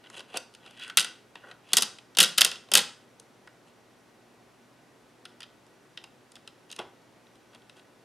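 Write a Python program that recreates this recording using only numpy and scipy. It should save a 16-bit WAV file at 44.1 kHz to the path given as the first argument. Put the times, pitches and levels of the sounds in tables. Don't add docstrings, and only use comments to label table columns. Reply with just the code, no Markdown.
import sys
import numpy as np
from scipy import signal
from scipy.fft import rfft, irfft, next_fast_len
from scipy.io import wavfile

SR = 44100
rng = np.random.default_rng(int(sys.argv[2]) if len(sys.argv) > 2 else 0)


def dump_mix(stems):
    frames = np.atleast_2d(stems).T
    limited = np.clip(frames, -1, 1)
    pcm = np.round(limited * 32767).astype(np.int16)
    wavfile.write(sys.argv[1], SR, pcm)


N = 354563

# (time [s], blow [dB], needles [dB], frame [dB])
NEEDLE_SNAPS = [(1.6898, -44, -11, -24), (1.72, -40, -13, -8), (1.7329, -12.5, 1.5, -21),
                (1.7693, -11, 2.5, -23.5), (1.7726, -17.5, 0, -21), (1.7795, -19, -1.5, -23),
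                (1.7832, -16, -2.5, -14), (1.8221, -15, 0, -25), (1.8315, -22, -4, -25),
                (1.9854, -37.5, -13.5, -25), (2.1499, -38.5, -9, -27), (2.1706, -17, -4.5, -17.5),
                (2.1862, -7.5, -3.5, -21.5), (2.1906, -16.5, -12, -26), (2.2022, -6.5, -2.5, -25),
                (2.2046, -11, 0.5, -30), (2.2168, -13, -6, -17), (2.2286, -13, 1, -32),
                (2.2368, -14, -5, -24), (2.2451, -17, -6, -24), (2.3772, -24.5, 0.5, -25),
                (2.3809, -10, -1.5, -24), (2.385, -12.5, -12, -28), (2.4091, -7, -4, -27),
                (2.4153, -11, -3.5, -24), (2.4476, -13, 1.5, -26), (2.4627, -24, -4.5, -14),
                (2.5146, -24.5, -10, -25), (2.5262, -34.5, -12.5, -16), (2.5559, -32, -12, -20),
                (2.6872, -45, -15, -8), (2.7167, -19, -4, -14.5), (2.7372, -10, -1, -24),
                (2.742, -16.5, -13, -18), (2.7522, -7, -2.5, -28), (2.7643, -13.5, -7, -17),
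                (2.7732, -11.5, -2, -19), (2.7795, -13, -2, -20), (2.7902, -16, -8, -22)]
# (time [s], blow [dB], needles [dB], ring gear [dB], frame [dB])
HAND_TAPS = [(0.041, -47, -29, -5, -20), (0.0614, -49, -35, 0, -20), (.1005, -48, 4, 2, -1),
             (0.142, -39.5, -16, -6, -9), (0.1803, -41, -11, -23, -15), (.1942, -34, -9, -17, -10),
             (0.2047, -34, -13, -10.5, -15), (.3016, -53, -14, -6, -22), (.342, -32, -27, -9, 1),
             (.3712, -21, -3, -16, -28), (0.5388, -44.5, -10, -31, -15), (.549, -39.5, -7, -11, -22),
             (0.6619, -41, -12, -7, -26), (.7085, -45.5, -3, -9, -11), (.7737, -47, -6, -3, -26),
             (.796, -38.5, -9, -7, -24), (0.8118, -42, -18, -13, -23), (0.836, -34.5, -10.5, -18, -34),
             (.8458, -41, -8, 0, -20), (.879, -40.5, -3, -3, -15), (0.8984, -31.5, -11.5, -2, -17),
             (0.9719, -8.5, -2, -10, -29.5), (0.9774, -10, -8, -17, -34), (0.9849, -13.5, -5.5, -8, -35),
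             (0.9956, -19, 2, -23, -31), (1.004, -18, -3, -20, -26), (1.0125, -25, 1, -17, -35),
             (1.0262, -26, -5, -15, -21), (1.0459, -26, -3.5, -7, -23), (1.3547, -36.5, -15, -5, -7.5),
             (1.513, -35.5, -18, -5, -14.5), (3.1985, -49, 10.5, -22, -9), (3.4744, -46.5, -9, 6, -11),
             (5.2533, -32, -12.5, -9.5, -22), (5.4053, -35, -9, -8, -35), (5.42, -41, -12, -6.5, -26),
             (5.43, -33.5, -15.5, -19, -34), (5.4375, -39.5, -16, -9.5, -23), (5.666, -61, 8, -13, -14),
             (5.974, -28.5, -22.5, -15, -24.5), (6.017, -49.5, -20, -11, -15),
             (6.0397, -34.5, -11, -12, -15), (6.319, -49, 2.5, -5.5, -18), (6.3554, -38, -9, -18, -25),
             (6.3644, -45, -7, -4, -12.5), (6.4756, -35, -8.5, -10.5, -15.5),
             (6.7023, -36.5, -17, -14, -21), (6.7148, -36.5, 1, -16, -25), (6.7254, -31.5, -7.5, -14, -37),
             (6.763, -39.5, 0, -13, -29), (6.7877, -42.5, -13, 7, -11), (6.7902, -26.5, -13.5, -11.5, -7.5),
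             (7.2693, -53, -18, -12, -14), (7.3553, -52.5, -5, -22, -15), (7.5332, -49.5, -23, -4, -18.5),
             (7.548, -43, -7, -7, -11), (7.62, -53, -17, -11, -15), (7.696, -41, -12, -13.5, -19),
             (7.768, -51, -4, -9, -10), (7.7945, -45.5, -12, -8.5, -19)]
# (first time [s], second time [s], third time [s], scrape [dB], squeak [dB], needles [dB], frame [dB])
HAND_STROKES = [(0, 0.073, 0.082, -52, -9, -23, -9), (.09, 0.18, 0.24, -44, -8.5, -9, -7.5),
                (0.28, 0.371, .375, -38.5, -7, -13.5, -3.5), (0.578, .672, .75, -51.5, -8, -18, -3),
                (0.716, 0.834, 0.91, -41, -9, -20, -37), (0.839, 0.892, 0.94, -48.5, 6, -11, -11),
                (1.355, 1.34, 1.45, -48.5, -12, -24.5, -8), (1.41, 1.44, 1.49, -62.5, 12.5, -18, 8),
                (1.44, 1.49, 1.57, -55, 2, -12.5, 4.5), (1.62, 1.71, 1.8, -49.5, -13, -15.5, -8.5),
                (3.64, 3.682, 3.73, -63, -14, -8, -6), (5.404, 5.399, 5.42, -44.5, -5, -3, -16),
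                (5.839, 5.873, 5.85, -68, 3.5, 9.5, -2), (6.692, 6.716, 6.7, -40.5, -13, -4.5, -12),
                (6.777, 6.799, 6.87, -47, 0, -16, 7.5), (7.512, 7.564, 7.56, -53, -9, -16.5, -6.5),
                (7.746, 7.773, 7.83, -57.5, -8, -10, -5.5)]

# (centre [Hz], width [Hz], level [dB])
CYLINDER_MODES = [(2634, 290, 1), (2925, 660, 3), (3207, 540, 3), (3897, 320, -5)]
# (centre [Hz], width [Hz], level [dB])
RING_GEAR_MODES = [(1408, 250, 1.5), (1685, 200, -0.5), (1948, 250, 0.5)]
# (centre [Hz], width [Hz], level [dB])
CAM_MODES = [(4312, 503, -3.5), (4620, 450, 1.5), (5060, 800, -2.5)]
# (centre [Hz], width [Hz], level [dB])
NEEDLE_MODES = [(6232, 1100, -1.5), (8300, 900, 0), (9413, 810, -0.5), (10860, 740, -4.5)]
# (centre [Hz], width [Hz], level [dB])
FRAME_MODES = [(305, 41, -7.5), (380, 101.5, -3.5), (535, 99, -1), (716, 150, -4.5), (1050, 300, -5.5)]
# (centre [Hz], width [Hz], level [dB])
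LATCH_MODES = [(12000, 1500, 3), (14450, 1200, -9)]
# (centre [Hz], width [Hz], level [dB])
TABLE_MODES = [(171, 39, 2.5), (239.9, 54, 1.5)]
# (centre [Hz], width [Hz], level [dB])
SCRAPE_MODES = [(2758, 360, 0), (3400, 120, -1.5), (3870, 98, -8.5), (4970, 370, -21)]
# (centre [Hz], width [Hz], level [dB])
SQUEAK_MODES = [(1491.5, 86, 2.5), (1940, 60, -1.5)]

# (frequency [Hz], time to fall 60 dB [s])
ROOM_DECAY = [(150, .4), (500, 0.34), (1500, 0.4), (4000, .35), (9000, 0.35), (15000, 0.15)]
# (frequency [Hz], level [dB])
ROOM_COLOUR = [(200, 7), (1500, 3), (3000, -1.5), (5000, 0.5), (9000, -6.5), (14000, -8)]
# (frequency [Hz], level [dB])
ROOM_SPREAD = [(150, -35), (700, -22), (2000, -28.5), (4500, -12.5), (9000, -8), (15000, -11)]
# (frequency [Hz], level per Hz [dB])
HUSH_COLOUR = [(15, -55.5), (25, -20.5), (58, -11.5), (87, -20), (102, -6), (124, -8), (279, -2.5),
               (366, -4), (647, -7.5), (721, -7.5), (1210, -12.5), (2650, -18), (3120, -19.5), (10900, -30),
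               (16300, -40.5)]
# (frequency [Hz], correlation [-1 to 1])
HUSH_LIKENESS = [(60, 0.57), (180, 0.83), (550, 0.73), (1650, 0.74), (4970, 0.78), (15000, 0.56)]
# (centre [Hz], width [Hz], level [dB])
HUSH_TONES = [(135.5, 5, -81), (240, 6.2, -72.5), (366.2, 6, -73), (1490, 20, -78.5), (1920, 30.26, -79),
              (5830, 30, -84), (11133, 60, -91.5), (12870, 60, -95.5)]

SNAP_RING_DB, SNAP_CAM_DB, TAP_CAM_DB, CYLINDER_DB = -13, -4.5, -5, -3
CAM_FOLLOWS = 0.37


def amp(db):
    return 10 ** (np.asarray(db) / 20)


def unit(x):
    return x / np.sqrt(np.mean(x ** 2) + 1e-20)


def along(points, hz):
    f, v = np.transpose(points)
    return np.interp(np.log(hz + 1), np.log(f + 1), v)


def filtered(x, response):
    m = next_fast_len(N + SR // 2)
    return irfft(rfft(x, m) * response(np.fft.rfftfreq(m, 1 / SR)), m)[..., :N]


def modes(table):
    def response(f):
        h = 0
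        for k, (centre, width, db) in enumerate(table):
            drag = 1j * f * width
            h = h + (-1) ** k * amp(db) * drag / (centre ** 2 - f ** 2 + drag)
        edge = f / (1.3 * table[-1][0])
        h = h / (1 - edge ** 2 + 1.4j * edge)
        low = 1j * f / (0.94 * table[0][0])
        h = h * low / (1 + low)
        return h / np.sqrt(np.mean(np.abs(h) ** 2))
    return response


def machine(forces, parts):
    return sum(filtered(f, modes(part)) for f, part in zip(forces, parts))


def contacts(blows, cam_level_db):
    parts = (CYLINDER_MODES, RING_GEAR_MODES, CAM_MODES, NEEDLE_MODES, FRAME_MODES, LATCH_MODES, TABLE_MODES)
    settle = np.array([[1.0], [1.2], [.9], [.7], [2.2], [.7], [2.4]])
    forces = np.zeros((7, N + SR))
    t = np.arange(SR // 5) / SR
    rise = 1 - np.exp(-t / 0.00042)
    for s, db, needles_db, ring_db, frame_db in blows:
        softness = -21.0 - db
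        decay_s = np.clip(.028 - 0.000302 * softness, .006, .09) * settle
        fade = rise * amp(-60 * t / decay_s)
        size = np.linalg.norm(fade, axis=1, keepdims=True)

        chatter = amp(1.4 * np.interp(t, np.arange(300) / 1400, rng.standard_normal(300)))
        rattle = fade * chatter * rng.standard_normal((7, len(t)))
        sharp = np.clip(0.097 + 0.01 * softness, .1, .95)
        rattle *= np.sqrt(1 - sharp ** 2) * size / np.linalg.norm(rattle, axis=1, keepdims=True)
        rattle[:, 20] += sharp * size[:, 0]

        shiver = amp(11.0 * np.interp(t, np.arange(100) / 450, rng.standard_normal(100)))
        shiver_fade = amp(-31.5 - 0.34 * softness - 60 * t / 0.14)
        rattle += shiver * shiver_fade * rng.standard_normal((7, len(t)))

        cam_db = cam_level_db + CAM_FOLLOWS * needles_db
        latches_db = needles_db - 13 - 0.33 * softness
        table_db = frame_db - 10 - .15 * softness
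        parts_db = np.array([CYLINDER_DB, ring_db, cam_db, needles_db, frame_db, latches_db, table_db])
        start = round((s - .0007) * SR)
        forces[:, start:][:, :len(t)] += amp(db + parts_db)[:, None] * rattle
    return machine(forces[:, :N], parts)


def needle_clatter():
    blows = [(s, db, needles_db, SNAP_RING_DB, frame_db) for s, db, needles_db, frame_db in NEEDLE_SNAPS]
    return contacts(blows, SNAP_CAM_DB)


def hand_taps():
    return contacts(HAND_TAPS, TAP_CAM_DB)


def rubbing():
    slips_per_s, swell_db = 500, 26.5
    t = np.arange(N) / SR
    slips = (rng.random(N) < slips_per_s / SR) * amp(1.7 * rng.exponential(size=N))
    grain = amp(-120 * t[:SR // 40] / .012)
    grain_power = signal.fftconvolve(slips, grain)[:N].clip(0)
    grit = unit(np.sqrt(0.13 + grain_power))
    level = np.zeros((4, N))
    for first_s, second_s, third_s, db, *parts_db in HAND_STROKES:
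        pressure = np.interp(t, [first_s, second_s, third_s], [0, 1, 0])
        stroke = (pressure > 0) * amp(db - swell_db * (1 - pressure))
        level += stroke * amp([0, *parts_db])[:, None]
    forces = level * grit * rng.standard_normal((4, N))
    return machine(forces, (SCRAPE_MODES, SQUEAK_MODES, NEEDLE_MODES, FRAME_MODES))


def room(x):
    hop, delay = SR // 10, 200
    out = np.zeros((2, N + 2 * SR))
    for i in range(0, N, hop):
        hz, t, z = signal.stft(rng.standard_normal((2, SR // 2)), SR, nperseg=256)
        colour_db = along(ROOM_COLOUR, hz) + np.array([0 * hz, along(ROOM_SPREAD, hz)])
        decay_db = -60 * t / along(ROOM_DECAY, hz)[:, None]
        mid, side = signal.istft(z * amp(colour_db[..., None] + decay_db), SR, nperseg=256)[1]
        tail = np.array([mid + side, mid - side]) / np.linalg.norm(mid)
        wet = signal.fftconvolve(x[None, i:i + hop], tail, axes=1)
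        out[:, i + delay:][:, :wet.shape[1]] += wet
    return out[:, :N]


def pair(spectrum_gain, alike):
    def mid_side_gain(hz):
        turn = np.arccos(np.clip(along(alike, hz), -1, 1)) / 2
        return spectrum_gain(hz) * [np.cos(turn), np.sin(turn)]
    mid, side = filtered(rng.standard_normal((2, N)), mid_side_gain)
    return unit(np.array([mid + side, mid - side]))


def hush():
    def tone_gain(hz):
        power = 0
        for centre, width, db in HUSH_TONES:
            power = power + amp(2 * db) / width / (1 + (2 * (hz - centre) / width) ** 4)
        return np.sqrt(power)
    air = amp(-59) * pair(lambda hz: amp(along(HUSH_COLOUR, hz)), HUSH_LIKENESS)
    mains_hz = 120
    mains = amp(-70.0) * np.sin(2 * np.pi * mains_hz * np.arange(N) / SR)
    tones = amp(-69.5) * pair(tone_gain, [(100, 1.0)])
    return air + mains + tones


def scene():
    crank = needle_clatter()
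    hands = hand_taps() + rubbing()
    room_send = amp(-13.5) * crank + amp(-14.5) * hands
    return crank + hands + room(room_send) + hush()


def record(dry):
    ceiling, low_hz, high_hz, top_hz = .95, 45, 15000, 16400
    soft = dry / (1 + np.abs(dry / ceiling) ** 8) ** (1 / 8)

    def microphone(hz):
        bass = hz / np.hypot(hz, low_hz)
        treble = 1 / np.sqrt(1 + (hz / high_hz) ** 16)
        return (hz < top_hz) * treble * bass
    return filtered(soft, microphone)


dry = scene()
out = record(dry)
dump_mix(out)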